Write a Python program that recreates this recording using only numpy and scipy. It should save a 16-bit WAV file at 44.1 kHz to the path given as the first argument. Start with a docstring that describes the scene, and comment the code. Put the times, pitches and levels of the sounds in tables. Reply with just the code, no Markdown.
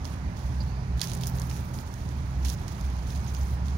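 """A large lizard pushes through a low shrub: leaves brush and crackle, dry twigs snap, short narrow hisses rise.
Shaped noise and sparse clicks make the leaves, impulses with damped rings the twigs, gliding noise bands the hisses.
Far traffic rumbles as partly coherent noise, with a wavering boom (one gliding sine)
and an idling engine (a few harmonic orders). Two phone microphone ports each add their own colour."""
import sys
import numpy as np
from scipy import signal
from scipy.io import wavfile
from scipy.ndimage import uniform_filter1d

SR = 44100
rng = np.random.default_rng(int(sys.argv[2]) if len(sys.argv) > 2 else 0)


def nominal_scale(level):
    """Amplitude ratio for a level in decibels (scalar or array-like)."""
    x = np.asarray(level, float) / 20
    return 10 ** x


def persist_wave(psi):
    """Save psi, clipped to +-1, as 16-bit WAV."""
    counts = np.round(np.clip(psi, -1, 1) * 32767).astype(np.int16)
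    wavfile.write(sys.argv[1], SR, np.atleast_2d(counts).T)


N = 166257
BINS_HZ = np.fft.rfftfreq(2048, 1 / SR)

# Spectral colour of leaf noise: (frequency [Hz], relative level [dB])
LEAF_COLOUR = [(500, -35), (1500, -5), (2500, -4.5), (3300, -1.5), (4500, -3.5), (7000, -1.5),
               (11000, -1.5), (16000, -0.5)]
LEAF_SAME = 0.13  # share of leaf noise power common to both channels


def evened(x):
    """Normalizes a signal to a root-mean-square value of 1."""
    return x / np.sqrt(np.mean(x ** 2) + 1e-20)


def read(points, hz):
    """Interpolates a spectrum linearly over logarithmic frequency, close to the ear's pitch scale."""
    f, value = np.transpose(points)
    return np.interp(np.log(hz + 1), np.log(f + 1), value)


def curve(table, column):
    """Interpolates one column of a time table linearly, giving a value at every sample."""
    rows = np.array(table)
    return np.interp(np.arange(N) / SR, rows[:, 0], rows[:, column])


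def add(mix, s, sound):
    """Superposes a two-channel sound on the mix from time s [s]."""
    part = mix[:, round(s * SR):][:, :sound.shape[1]]
    part += sound[:, :part.shape[1]]


def slow(rate_hz):
    """Low-pass random fluctuation of rms 1: white noise averaged twice over 1 / rate_hz."""
    width = max(int(SR / rate_hz), 1)
    smoothed = uniform_filter1d(rng.standard_normal(N), width)
    return evened(uniform_filter1d(smoothed, width))


def causal(db):
    """Minimum-phase impulse response: the Hilbert transform of log gain [1025 bins, dB] gives the phase."""
    log_gain = np.log(nominal_scale(np.concatenate([db, db[-2:0:-1]])))
    return np.fft.ifft(np.exp(np.conj(signal.hilbert(log_gain)))).real[:1024]


def traffic():
    """Diffuse field: noise whose coherence between channels depends on frequency, right channel leading."""
    # Road noise spectrum: (frequency [Hz], relative level [dB])
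    road_colour = [(20, -21), (32, -19), (48, -16), (66, 1), (100, -5), (150, -9.5), (200, -12),
                   (300, -21.5), (500, -28.5), (900, -23), (1300, -29.5), (2400, -35), (3200, -42),
                   (8000, -48), (16000, -55)]
    # Coherence between the channels: (frequency [Hz], likeness [0 to 1])
    coherence = [(60, 1), (150, 1), (400, 0.93), (800, 0.98), (1500, 0.067), (4000, 0.1), (16000, 0.52)]
    # Course of the roar in the middle hump of the spectrum: (time [s], relative level [dB])
    roar_course = [(0, -51), (.9, -53), (1.35, -47.5), (2, -54.5), (2.5, -52), (3.77, -52)]
    rumble_over_roar_db, lag_s, patchy_db = 19.5, 0.00024, 0.9

    frames = N // 512 + 5
    a, b, c, d, patches = rng.standard_normal((frames, 1025, 5)).T
    patches = evened(uniform_filter1d(uniform_filter1d(patches, 16, 0), 6, 1))

    same = np.clip(read(coherence, BINS_HZ), 0, 1)[:, None]
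    lag = np.exp(-2j * np.pi * BINS_HZ * lag_s)[:, None]
    right = a + 1j * b
    left = same * lag * right + np.sqrt(1 - same ** 2) * (c + 1j * d)

    roar_db = np.interp(np.arange(frames) * 512 / SR, *np.transpose(roar_course))
    # the lows follow the roar far less than the middle: (frequency [Hz], dB per dB)
    follows = read([(150, 0.034), (600, 0.46)], BINS_HZ)[:, None]
    swell_db = follows * (roar_db - roar_db.mean())
    colour_db = read(road_colour, BINS_HZ)[:, None]
    z = np.array([left, right]) * nominal_scale(colour_db + patchy_db * patches + swell_db)
    noise = signal.istft(z, nperseg=2048, noverlap=1536)[1][:, :N]
    return nominal_scale(roar_db.mean() + rumble_over_roar_db) * evened(noise)


def boom():
    """Frequency and amplitude modulation: a deep sine swells while its pitch wavers."""
    # Course of the tone: (time [s], mean frequency [Hz], mean rms level [dB])
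    boom_course = [(0, 65.1, -39.5), (.3, 66.57, -35), (.52, 67.16, -33), (.68, 64.5, -34.5),
                   (.78, 59.4, -27), (.87, 62, -39.5), (.95, 63.8, -22.5), (1.05, 64.53, -57),
                   (1.4, 69.7, -33), (1.95, 63.96, -52), (2.15, 69.8, -28), (2.27, 63.53, -35.5),
                   (2.48, 63.85, -23.5), (2.67, 62.06, -54.5), (2.83, 65.04, -30.5), (2.93, 63.82, -29.5),
                   (3.2, 67.4, -34), (3.35, 67.73, -28), (3.72, 68.6, -27)]
    hz = curve(boom_course, column=1) * (1 + 0.013 * slow(rate_hz=6.6))
    level_db = curve(boom_course, column=2) + 0.15 * slow(rate_hz=3.6)
    return np.sqrt(2) * nominal_scale(level_db) * np.sin(2 * np.pi * np.cumsum(hz) / SR)


def idle():
    """Harmonic orders of a far engine, each fading on its own, phase-blurred by the air on the way."""
    # Course of the engine: (time [s], relative level [dB])
    idle_course = [(0, -76), (.45, -37), (.7, -34.5), (1.4, -28.5), (1.8, -39.5), (2.3, -37.5),
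                   (2.7, -38.5), (3.1, -36), (3.6, -36.5)]
    # Engine orders: (multiple of the base frequency, relative level [dB])
    engine_orders = [(3, -4), (4, -11), (9.5, -26.5)]
    base_hz, blur_turns = 41.98, 0.051
    turns = base_hz * np.arange(N) / SR + blur_turns * slow(rate_hz=8.0)
    tones = np.zeros(N)
    for order, db in engine_orders:
        fading = nominal_scale(db + 0.9 * slow(rate_hz=1.3))
        tones += fading * np.sin(2 * np.pi * (order * turns + rng.random()))
    return np.sqrt(2) * nominal_scale(curve(idle_course, column=1)) * tones


def stroke(start, length, rise_s, fall_s):
    """Amplitude envelope: linear rise, hold sagging by 3 dB, exponential release."""
    t = np.arange(N) / SR - start
    sag = nominal_scale(-3 * np.clip(t / length, 0, 1))
    return np.clip(t / rise_s, 0, 1) * sag * np.exp(-np.maximum(t - length, 0) / fall_s)


def narrow_hiss(start, length, db, start_hz):
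    """Quadrature modulation: low-pass noise on a rising carrier gives a narrow band of hiss."""
    glide_hz_per_s, pole_width_hz = 3200, 700
    hz = start_hz + glide_hz_per_s * (np.arange(N) / SR - start)
    r = np.exp(-np.pi * pole_width_hz / SR)
    wander = signal.lfilter([1], [1, -2 * r, r * r], rng.standard_normal((2, N)))
    turn = 2 * np.pi * np.cumsum(hz) / SR
    hiss = evened(wander[0] * np.cos(turn) + wander[1] * np.sin(turn))
    return nominal_scale(db) * stroke(start, length, rise_s=0.002, fall_s=0.008) * hiss


def shove(start, length, db):
    """Onset time grows as force falls: the gentler the shove below -43 dB, the slower it swells."""
    firm_db, slowing_db_per_db = -43, 2.2
    rise_s = 0.004 * nominal_scale(slowing_db_per_db * max(firm_db - db, 0))
    return nominal_scale(db) * stroke(start, length, rise_s, fall_s=0.025)


def brush():
    """Friction noise plus sparse random impulses: leaves slide (hiss) and crackle (clicks) under each shove."""
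    # Shoves of the body through the leaves:
    # (start [s], length [s], level [dB], treble tilt about 6 kHz [dB per octave])
    shove_rows = [(0.043, 0.1, -43.5, -1.5), (0.351, 0.34, -49.5, -2), (0.969, 0.055, -43, -1),
                  (1.022, 0.03, -29.5, 0), (1.076, 0.095, -40, 0), (1.206, 0.048, -39.5, 2),
                  (1.264, 0.0084, -35, 8), (1.346, 0.12, -44.5, 4), (1.489, 0.12, -41.5, 1),
                  (1.615, 0.1, -52, 4.5), (1.733, 0.08, -43.5, 2), (1.847, 0.16, -48.5, -1.5),
                  (2.003, 0.2, -48.5, -2.5), (2.203, 0.23, -53, -0.5), (2.42, 0.028, -44, -2),
                  (2.446, 0.079, -34.5, -0.5), (2.56, 0.2, -49, -2.5), (2.674, 0.2, -44.5, -1.5),
                  (2.876, 0.29, -49, -3), (3.064, 0.26, -44, -2), (3.336, 0.2, -44, 0.5),
                  (3.644, 0.24, -47.5, -3.5)]
    crackle_per_s, crackle_spread_db, crackle_share = 1300, 4.5, 0.3  # share of the power
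    clump_hz, clump_db, patchy_db = 90, 1.6, 2.13

    power = np.array([shove(start, length, db) ** 2 + 1e-14 for start, length, db, _ in shove_rows])
    # overlapping shoves blend their tilts by power
    tilt = np.array(shove_rows)[:, 3] @ power / power.sum(0)

    size_db = crackle_spread_db * np.minimum(rng.exponential(1, (3, N)), 4)
    size = nominal_scale(size_db) * rng.standard_normal((3, N))
    clicks = size * (rng.random((3, N)) < crackle_per_s / SR)
    hiss = rng.standard_normal((3, N))
    clump = nominal_scale(clump_db * slow(clump_hz))
    raw = clump * (np.sqrt(crackle_share) * evened(clicks) + np.sqrt(1 - crackle_share) * hiss)
    raw = np.sqrt(LEAF_SAME) * raw[2] + np.sqrt(1 - LEAF_SAME) * raw[:2]

    hz, t, z = signal.stft(raw, SR, nperseg=256)
    patches = rng.standard_normal(z.shape[1:][::-1]).T
    patches = evened(uniform_filter1d(uniform_filter1d(patches, 10, 0), 3, 1))
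    slope_db = np.log2((hz[:, None] + 1) / 6000) * np.interp(t, np.arange(N) / SR, tilt)
    z = z * nominal_scale(read(LEAF_COLOUR, hz)[:, None] + slope_db + patchy_db * patches)
    return np.sqrt(power.sum(0)) * signal.istft(z, SR, nperseg=256)[1][:, :N]


def snap(s, db, ring_hz, chance):
    """Impulse excitation of a damped resonance: a crack, the leaf's ring and a scatter of small debris."""
    tick, crack_s, after_s, after_db = 3.2, 0.0005, 0.006, -16
    narrow_db, ring_width_hz, ring_share = 5, 150, 0.2  # narrow_db: fall per squared octave off the ring
    t = np.arange(chance.shape[1]) / SR
    noise = np.sqrt(LEAF_SAME) * chance[2] + np.sqrt(1 - LEAF_SAME) * chance[:2]
    decay = np.exp(-t / crack_s) + nominal_scale(after_db) * np.exp(-t / after_s)
    burst = (t == 0) * tick + noise * decay

    octaves_off = np.log2((BINS_HZ + 500) / ring_hz)
    colour = causal(read(LEAF_COLOUR, BINS_HZ) - narrow_db * octaves_off ** 2)
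    crack = signal.fftconvolve(burst, colour[None], axes=1)[:, :len(t)]
    crack = crack / np.sqrt((crack[:, :40] ** 2).mean()) / 2  # set by the rms of its first 40 samples
    ring = np.exp(-np.pi * ring_width_hz * t) * np.sin(2 * np.pi * ring_hz * t)
    return s, nominal_scale(db) * ((1 - ring_share) * crack + ring_share * ring)


def scene():
    """Linear superposition of the shrub in front and the road far off."""
    # Snaps: (time [s], nominal level [dB], leaf ring frequency [Hz])
    snap_rows = [(0.0455, -32, 4170), (0.0538, -24.5, 2960), (0.9957, -26, 4500), (1.0067, -25, 4400),
                 (1.0154, -9, 4580), (1.0174, -11.5, 3440), (1.073, -22, 8040), (1.0845, -33, 5450),
                 (1.0976, -26, 4100), (1.117, -23.5, 4550), (1.1351, -19, 11200), (1.142, -27, 9000),
                 (1.150, -19.5, 10400), (1.2115, -26, 4740), (1.2223, -31, 4140), (1.2355, -18.5, 4560),
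                 (1.258, -30, 4970), (1.2705, -16.5, 9900), (1.278, -23, 6200), (1.386, -30.5, 4230),
                 (1.398, -20, 8900), (1.418, -22, 5600), (1.498, -28, 5500), (1.513, -26.5, 2970),
                 (1.5656, -32, 3660), (1.7422, -32, 5540), (1.788, -30, 5000), (1.808, -35, 4800),
                 (1.94, -28.5, 6550), (2.0902, -32, 6927), (2.4484, -24.5, 5000), (2.4508, -24, 3800),
                 (2.4843, -24, 6000), (2.494, -27, 9300), (2.4998, -16.5, 5840), (2.6809, -27, 6840),
                 (2.811, -28.5, 6520), (3.1048, -32, 5487), (3.1595, -30, 5000), (3.277, -43, 6220),
                 (3.3485, -27, 5130), (3.367, -32, 4450), (3.683, -30, 4500)]
    # Short narrow hisses: a rising swish, ringing leaf flecks and the hissing tail of the loudest snap:
    # (start [s], length [s], level [dB], starting frequency [Hz])
    hiss_rows = [(0.603, 0.018, -46, 4650), (0.661, 0.18, -61.5, 4340), (1.026, 0.015, -43, 4900),
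                 (1.032, 0.011, -44, 1850), (1.24, 0.0055, -52, 3350), (3.274, 0.01, -46.5, 6286),
                 (3.347, 0.028, -52.5, 6230)]
    twigs = np.zeros((2, N))
    for row, chance in zip(snap_rows, rng.standard_normal((len(snap_rows), 3, 3000))):
        add(twigs, *snap(*row, chance))
    hisses = sum(narrow_hiss(*row) for row in hiss_rows)
    return traffic() + boom() + idle() + hisses + brush() + twigs


def roll_off(x):
    """The treble ends steeply here."""
    return signal.sosfilt(signal.butter(12, 16520, fs=SR, output="sos"), x)


def record(dry):
    """Minimum-phase filtering: a low cut, then each port's own resonance and notch with an upper band edge."""
    # Responses of the left and right microphone ports: (frequency [Hz], gain [dB])
    left_port = [(30, -1.3), (300, -4), (1000, -6.5), (2400, -10.5), (4200, -10), (6500, -13), (7300, -20),
                 (8000, -7), (8800, -2), (10500, -5), (13000, -12), (15500, -14)]
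    right_port = [(30, 0), (3000, 0), (4500, 4), (6600, 5), (7300, -1), (7900, -10), (9500, -8),
                  (11000, -4), (13000, -7), (15500, -5)]
    low_cut_hz, edge_hz, edge_width_hz, edge_db = 28.5, 15800, 250, -30
    upper_edge_db = edge_db * np.clip((BINS_HZ - edge_hz) / edge_width_hz, 0, 1)
    ports = np.array([causal(read(port, BINS_HZ) + upper_edge_db) for port in (left_port, right_port)])
    cut = signal.sosfilt(signal.butter(4, low_cut_hz, "high", fs=SR, output="sos"), dry)
    mix = signal.oaconvolve(cut, ports, axes=1)[:, :N]
    return roll_off(mix)


dry = scene()
out = record(dry)
persist_wave(out)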